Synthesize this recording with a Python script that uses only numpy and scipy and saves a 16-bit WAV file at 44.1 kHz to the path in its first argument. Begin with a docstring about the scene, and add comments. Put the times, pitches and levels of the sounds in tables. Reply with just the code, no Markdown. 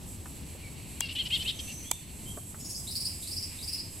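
"""Fruit bats squabbling in a tree

Arched, throaty squawks trade with short rasps, then come runs of thin rising chirps.
Birds whistle and trill far off, and the foliage scatters every call.
The camera clicks twice, ringing its shell, and fingers bump it softly.
Underneath sit a low outdoor rumble, a wash of distant calls and a steady high hiss."""
import sys
import numpy as np
from scipy import signal
from scipy.fft import rfft, irfft
from scipy.io import wavfile
from scipy.ndimage import uniform_filter1d

SR = 44100
rng = np.random.default_rng(int(sys.argv[2]) if len(sys.argv) > 2 else 0)


def unload_wav(signal):
    """Save mono or channel-first audio to the path in sys.argv[1] as 16-bit WAV at rate SR, clipped to [-1, 1]."""
    wavfile.write(
        sys.argv[1],
        SR,
        np.round(np.clip(np.atleast_2d(signal).T, -1, 1) * 32767).astype(np.int16),
    )


N = 176400
T = np.arange(N) / SR

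# One curve per squawk: (time [s], pitch [Hz], level [dB], roughness [0-1], throat resonance [Hz])
SQUAWKS = [
    [(1.008, 540, -41, .4, 3200), (1.026, 570, -35.5, .15, 2900), (1.047, 550, -37, .2, 2850),
     (1.074, 540, -45, .3, 3100)],
    [(1.157, 420, -36, .6, 3000), (1.172, 497, -32.5, .1, 2950), (1.184, 492, -34, .25, 2850),
     (1.198, 543, -28, .08, 3200), (1.21, 530, -28, .12, 3150), (1.223, 480, -36, .2, 2900)],
    [(1.307, 425, -35.5, .45, 2800), (1.318, 485, -33, .12, 2900), (1.331, 535, -26.5, .08, 3150),
     (1.346, 541, -24.8, .1, 3270), (1.353, 536, -26.5, .15, 3480), (1.363, 505, -29.5, .3, 3330),
     (1.374, 478, -37, .35, 2950)],
    [(1.453, 425, -41, .25, 2600), (1.462, 455, -33.5, .2, 2730), (1.471, 500, -34.5, .15, 3000),
     (1.484, 534, -29, .2, 3400), (1.499, 540, -28, .5, 3500), (1.511, 490, -36, .6, 3100)],
]
# Rasps between the squawks: (start [s], length [s], peak pitch [Hz], peak level [dB])
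RASPS = [(1.091, 0.011, 480, -36.5), (1.108, 0.019, 495, -38), (1.257, 0.0073, 503, -33.5),
         (1.265, 0.01, 507, -34), (1.398, 0.031, 524, -34), (1.594, 0.01, 550, -34.5),
         (1.677, 0.047, 474, -44)]
def bats(rasp_roughness=.36, rasp_arch=.06):
    """The squabble: squawks and rough little rasps, each arching in pitch and level."""
    jitter = drift(330)
    breaths = [colour(rng.standard_normal(N), throat) for throat in (THROAT_OPEN, THROAT_CLOSED)]
    rasps = []
    for start, length, hz, db in RASPS:
        rasps.append([(start + length * u, hz * (1 - rasp_arch * sag), db - 4 * sag,
                       rasp_roughness, 6 * hz) for u, sag in ((0, 1), (.5, 0), (1, .75))])
    return sum(bat_call(curve, jitter, breaths) for curve in SQUAWKS + rasps)


# Throat tone with the mouth wide open: (frequency [Hz], gain [dB])
THROAT_OPEN = [(1400, -40.5), (2130, -13), (2600, -13.5), (2980, -1), (3200, 2), (3450, 3), (3750, -7.5),
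               (4250, -4), (4800, -18), (6500, -32), (13000, -52)]
# Throat tone with the mouth half closed: (frequency [Hz], gain [dB])
THROAT_CLOSED = [(1400, -28), (2400, -14), (2850, -9), (3200, 1), (3600, -10.5), (4300, -11), (4800, -10.5),
                 (5400, -11.5), (6400, -20), (13000, -48)]
CLOSED_DB, OPEN_DB = -37, -31.5   # call levels between which the mouth opens
JITTER_DEPTH, BREATH_MIX = .07, .65   # at full roughness
def bat_call(curve, jitter, breaths, throat_hz=3200, grain_db=3, edge_s=.005):
    """Jittered harmonics and pulsed breath; the mouth opens as the call grows louder."""
    times, *columns = np.transpose(curve)
    span = (T > times[0] - edge_s) & (T < times[-1] + edge_s)
    t = T[span]
    pitch, level, rough, resonance = (np.interp(t, times, column) for column in columns)
    mouth = np.clip((level - CLOSED_DB) / (OPEN_DB - CLOSED_DB), 0, 1)
    phase = 2 * np.pi * np.cumsum(pitch * (1 + JITTER_DEPTH * rough * jitter[span])) / SR
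    harmonic = np.arange(2, 22)[:, None]
    grain = unit(uniform_filter1d(rng.standard_normal((len(harmonic), len(t))), size=400, axis=1))
    place = harmonic * pitch * throat_hz / resonance   # slides the throat's peak to the resonance
    throat_db = mouth * at_hz(THROAT_OPEN, place) + (1.5 - mouth) * at_hz(THROAT_CLOSED, place)
    gains = amp(throat_db + grain_db * grain)
    lag = .65 * harmonic ** 2 + rng.normal(0, .25, harmonic.shape)   # smears each pulse into an upsweep
    voice = (gains * np.cos(harmonic * phase - lag)).sum(0) / np.sqrt((gains ** 2).sum(0) / 2)
    breath = mouth * breaths[0][span] + (1 - mouth) * breaths[1][span]
    air = unit(breath * (1 + .5 * np.cos(phase)))
    gate = np.clip(np.minimum(t - t[0], t[-1] - t) / edge_s / 2 + .5, 0, 1)
    out = np.zeros(N)
    out[span] = unit(voice + BREATH_MIX * rough * air) * gate * amp(level)
    return out


# Runs of chirps: (start [s], starting pitch [Hz], level [dB], overtones and air [dB])
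CHIRPS = [(2.596, 4920, -49, -15), (2.643, 4800, -43, -8), (2.692, 4830, -40, -2),
          (2.743, 4550, -37, -13.5), (2.868, 3555, -38, -5), (2.903, 4370, -39.5, -5),
          (2.948, 4076, -32.5, -7), (2.998, 4290, -35, -6.5), (3.046, 4170, -32, -8),
          (3.22, 3494, -46.5, 2), (3.264, 3880, -41, -1), (3.309, 4360, -35.5, -10),
          (3.361, 4344, -33, -15), (3.42, 4430, -36.5, -13), (3.579, 3480, -44.5, -13),
          (3.621, 4140, -41, -7), (3.672, 4320, -36, -8), (3.722, 4297, -32.5, -9.5),
          (3.776, 4050, -37.5, -25)]
# Scratch of air in a chirp: (frequency [Hz], gain [dB])
SCRATCH = [(1500, -25), (2600, -9.5), (3400, -12), (5000, 5), (6300, -10), (8500, 7.5), (11500, 2),
           (14000, -16)]
def chirps(length_s=.033, attack_s=.009, glide_s=.026, waver_depth=.014, rasp_depth=.6, rasp_hz=450):
    """Quick raspy upward sweeps with two overtones, levelling off towards a top pitch."""
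    out, t = np.zeros(N), T[:int(length_s * SR)]
    envelope = np.minimum(t / attack_s, (length_s - t) / (length_s - attack_s))
    waver = drift(530)
    air = amp(-1) * colour(rng.standard_normal(N), SCRATCH)
    lowpass = signal.butter(4, rasp_hz, fs=SR, output="sos")
    rasp = unit(signal.sosfilt(lowpass, rng.standard_normal(N)))
    for start, hz, db, overtone_db in CHIRPS:
        span = slice(int(start * SR), int(start * SR) + len(t))
        top_hz = np.interp(hz, [3485, 4120], [4470, 6200])   # the low chirp opening a run rises less
        pitch = top_hz + (hz - top_hz) * np.exp(-t / glide_s)
        phase = 2 * np.pi * np.cumsum(pitch * (1 + waver_depth * waver[span])) / SR
        edge = np.sin(2 * phase) + amp(-11) * np.sin(3 * phase) + air[span]
        tone = np.sin(phase) + amp(overtone_db) * edge
        add(out, start, amp(db) * envelope * np.sqrt(2) * tone * unit(1 + rasp_depth * rasp[span]))
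    return out


# Camera clicks: (time [s], level [dB], snap left over right [dB], shell ring [dB])
CLICKS = [(1.0076, -14, 4, -0.5), (1.915, -9.5, -6.5, -0.5)]
# Contacts within a click: (time offset [s], level [dB])
CONTACTS = [(-.0019, -6.5), (-.0009, -12), (0, -1.5), (.0009, -10.5)]
# Bright snap of a contact: (frequency [Hz], gain [dB])
SNAP = [(500, -26), (2000, -5), (5000, -17.5), (7700, 6), (11000, -7), (15500, -18)]
# Modes of the shell: (frequency [Hz], level [dB], 60 dB decay time [s])
SHELL_MODES = [(950, -15, 0.017), (1500, -46, 0.011), (2350, -19, 0.025), (3240, -17.5, 0.015),
               (5400, -26, 0.0076), (7300, -33, 0.0056), (7300, -35, .006), (10500, -26, .005)]
def camera_clicks(snap_db=-1, snap_decay_s=.00062, shell_pan_db=2):
    """Four quick contacts snap; the main one rings the camera's shell."""
    out, t = np.zeros((2, N)), T[:SR // 20]
    ring = sum(amp(db - 60 * t / t60) * np.sin(2 * np.pi * hz * t) for hz, db, t60 in SHELL_MODES)
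    for start, db, pan_db, ring_db in CLICKS:
        for offset, contact_db in CONTACTS:
            noise = widen(*rng.standard_normal((2, len(t))), side_db=-7)
            snap = colour(noise, SNAP) * np.exp(-t / snap_decay_s)
            add(out, start + offset, amp(db + contact_db + snap_db) * snap * pan(pan_db))
        add(out, start, amp(db + ring_db) * ring * pan(shell_pan_db))
    return out


# Soft handling bumps: (time [s], level [dB], centre frequency [Hz])
BUMPS = [(0.257, -48, 1270), (.549, -49, 520), (2.373, -41, 730), (2.544, -51, 1280)]
def finger_bumps(attack_s=.00071, decay_s=.008, gain_db=7):
    """Dull knocks of fingers on the camera."""
    out, t = np.zeros(N), T[:SR // 10]
    envelope = np.minimum(t / attack_s, 1) * np.exp(-t / decay_s)
    for start, db, hz in BUMPS:
        band = [(hz / 6, -20), (hz * .59, -6), (hz, 0), (hz * 1.54, -11), (hz * 4, -40)]
        thud = colour(rng.standard_normal(len(t)), band)
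        add(out, start, amp(db + gain_db) * thud * envelope)
    return out


# Far whistles: (start [s], length [s], first pitch [Hz], last pitch [Hz], level [dB])
WHISTLES = [(0.627, 0.065, 2400, 2240, -50), (1.839, .13, 3110, 3610, -48.5),
            (2.255, 0.074, 3000, 3236, -47.5), (2.583, 0.22, 6950, 6560, -46.5)]
TRILL_START_S, TRILL_LENGTH_S, TRILL_HZ, TRILL_DB = 1.53, .43, 6150, -48
def far_birds(whistle_waver=.016, trill_waver=.0331):
    """Faint gliding whistles and one wavering trill, each a sine that swells and fades."""
    out, waver = np.zeros(N), drift(130)
    notes = [(*whistle, whistle_waver) for whistle in WHISTLES]
    notes.append((TRILL_START_S, TRILL_LENGTH_S, TRILL_HZ, TRILL_HZ, TRILL_DB, trill_waver))
    for start, length, first_hz, last_hz, db, depth in notes:
        u = np.linspace(0, 1, int(length * SR))
        glide = last_hz + (first_hz - last_hz) * (1 - u) ** 2
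        pitch = glide * (1 + depth * waver[int(start * SR):][:len(u)])
        swell = np.sqrt(4 * u * (1 - u))
        add(out, start, amp(db) * swell * np.sin(2 * np.pi * np.cumsum(pitch) / SR))
    return out


def foliage(send, t60_s, build_s=.0042):
    """Diffuse stereo echoes from leaves and branches."""
    t = T[:SR]
    envelope = amp(-60 * t / t60_s) * (1 - np.exp(-t / build_s))
    mid, side = rng.standard_normal((2, SR)) * envelope
    tail = unit(widen(mid, side, side_db=-4)) / np.sqrt(SR)
    return signal.fftconvolve(send[None], tail, axes=1)[:, :N]


# Tone of the rumble, the wash and the hiss: (frequency [Hz], gain [dB])
RUMBLE_TONE = [(20, -8.5), (35, -7), (60, -1), (88, 4), (115, -3), (180, -5.5), (290, -9.5), (480, -20),
               (950, -24), (1400, -32.5), (3000, -29), (6000, -31), (15000, -42.5)]
WASH_TONE = [(1500, -10.5), (2300, 4), (2750, 5.5), (3500, -6.5), (4400, 4), (6000, -40)]
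HISS_TONE = [(2000, -45), (5500, -13), (6900, -5.5), (7850, 7.5), (8900, -2), (11600, 0.5), (12800, -3.5),
             (14200, -17), (15500, -46)]
# Their fader rides: (time [s], level [dB])
RUMBLE_RIDE = [(0, -43), (1.75, -44), (2, -48.5), (2.25, -42.5), (2.5, -44.5), (4, -45)]
WASH_RIDE = [(0, -66), (.8, -53), (2.1, -56.5), (2.7, -72), (3.1, -54.5), (4, -56.5)]
HISS_RIDE = [(0, -57), (1.7, -51.5), (2, -55.5), (2.25, -52.5), (3.3, -49.5), (4, -52)]
def ambience(hiss_gain_db=5):
    """Low outdoor rumble, a wash of distant calls and the camera's high hiss."""
    hiss_gain = amp(hiss_gain_db) * fader(HISS_RIDE, flutter_db=2.04, rate_hz=9.8)
    rumble = fader(RUMBLE_RIDE, flutter_db=1, rate_hz=8.8) * noise_bed(RUMBLE_TONE)
    wash = fader(WASH_RIDE, flutter_db=2, rate_hz=6.1) * noise_bed(WASH_TONE)
    hiss = hiss_gain * noise_bed(HISS_TONE)
    return rumble * pan(1.64) + wash + hiss * pan(-4)


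# Stereo image of the beds: (frequency [Hz], left-right correlation [-1 to 1])
BED_IMAGE = [(60, 0.99), (250, 0.8), (1000, 0.47), (3000, 0.86), (7000, 0.72), (12000, -0.2)]
def noise_bed(tone):
    """Coloured noise, nearly mono in the bass and wide at the very top."""
    mid, side = rfft(rng.standard_normal((2, N)))
    likeness = at_hz(BED_IMAGE, np.fft.rfftfreq(N, 1 / SR))
    spectrum = widen(np.sqrt(1 + likeness) * mid, np.sqrt(1 - likeness) * side)
    return colour(irfft(spectrum, N), tone)


def fader(ride, flutter_db, rate_hz):
    """Gain that follows a level curve, with a random flutter."""
    return amp(np.interp(T, *np.transpose(ride)) + flutter_db * drift(rate_hz))


def drift(rate_hz):
    """Smooth random wander at rms 1."""
    pole = np.exp(-2 * np.pi * rate_hz / SR)
    return unit(signal.lfilter([1], [1, -2 * pole, pole * pole], rng.standard_normal(N + SR))[SR:])


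def colour(x, tone):
    """EQ a signal with a tone curve; rms 1."""
    n = x.shape[-1]
    gains = amp(at_hz(tone, np.fft.rfftfreq(n, 1 / SR)))
    return unit(irfft(rfft(x) * gains, n))


def at_hz(curve, hz):
    """Read a curve on a log-frequency axis."""
    freqs, values = np.transpose(curve)
    return np.interp(np.log(np.maximum(hz, 1)), np.log(freqs), values)


def amp(db):
    """Decibels to gain."""
    return 10 ** (np.asarray(db) / 20)


def unit(x):
    """Scale to rms 1."""
    return x / np.sqrt(np.mean(x ** 2) + 1e-20)


def pan(db):
    """Stereo gains; positive leans left."""
    return amp([[db / 2], [-db / 2]])


def widen(mid, side, side_db=0):
    """Mid and side to left and right."""
    return mid + amp(side_db) * side * [[1], [-1]]


def add(out, start_s, x):
    """Mix a sound in at its cue."""
    i = max(int(start_s * SR), 0)
    out[..., i:i + x.shape[-1]] += x[..., :N - i]


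def scene():
    """Squawks up front, chirps and birds deeper in the trees, camera noises and ambience."""
    squabble, chirping, birds = bats(), chirps(), far_birds()
    direct = squabble * pan(1.6) + amp(-2) * chirping * pan(.3) + birds
    tree_echoes = foliage(amp(-14) * squabble + amp(-3) * chirping + amp(-1) * birds, t60_s=.58)
    near_leaves = foliage(amp(-14) * squabble + chirping, t60_s=.2)
    return direct + tree_echoes + near_leaves + camera_clicks() + finger_bumps() + ambience()


CUTOFF_HZ = 15800
def record(dry):
    """A steep low-pass takes off the very top."""
    return signal.sosfilt(signal.ellip(10, .1, 80, CUTOFF_HZ, fs=SR, output="sos"), dry)


dry = scene()
out = record(dry)
unload_wav(out)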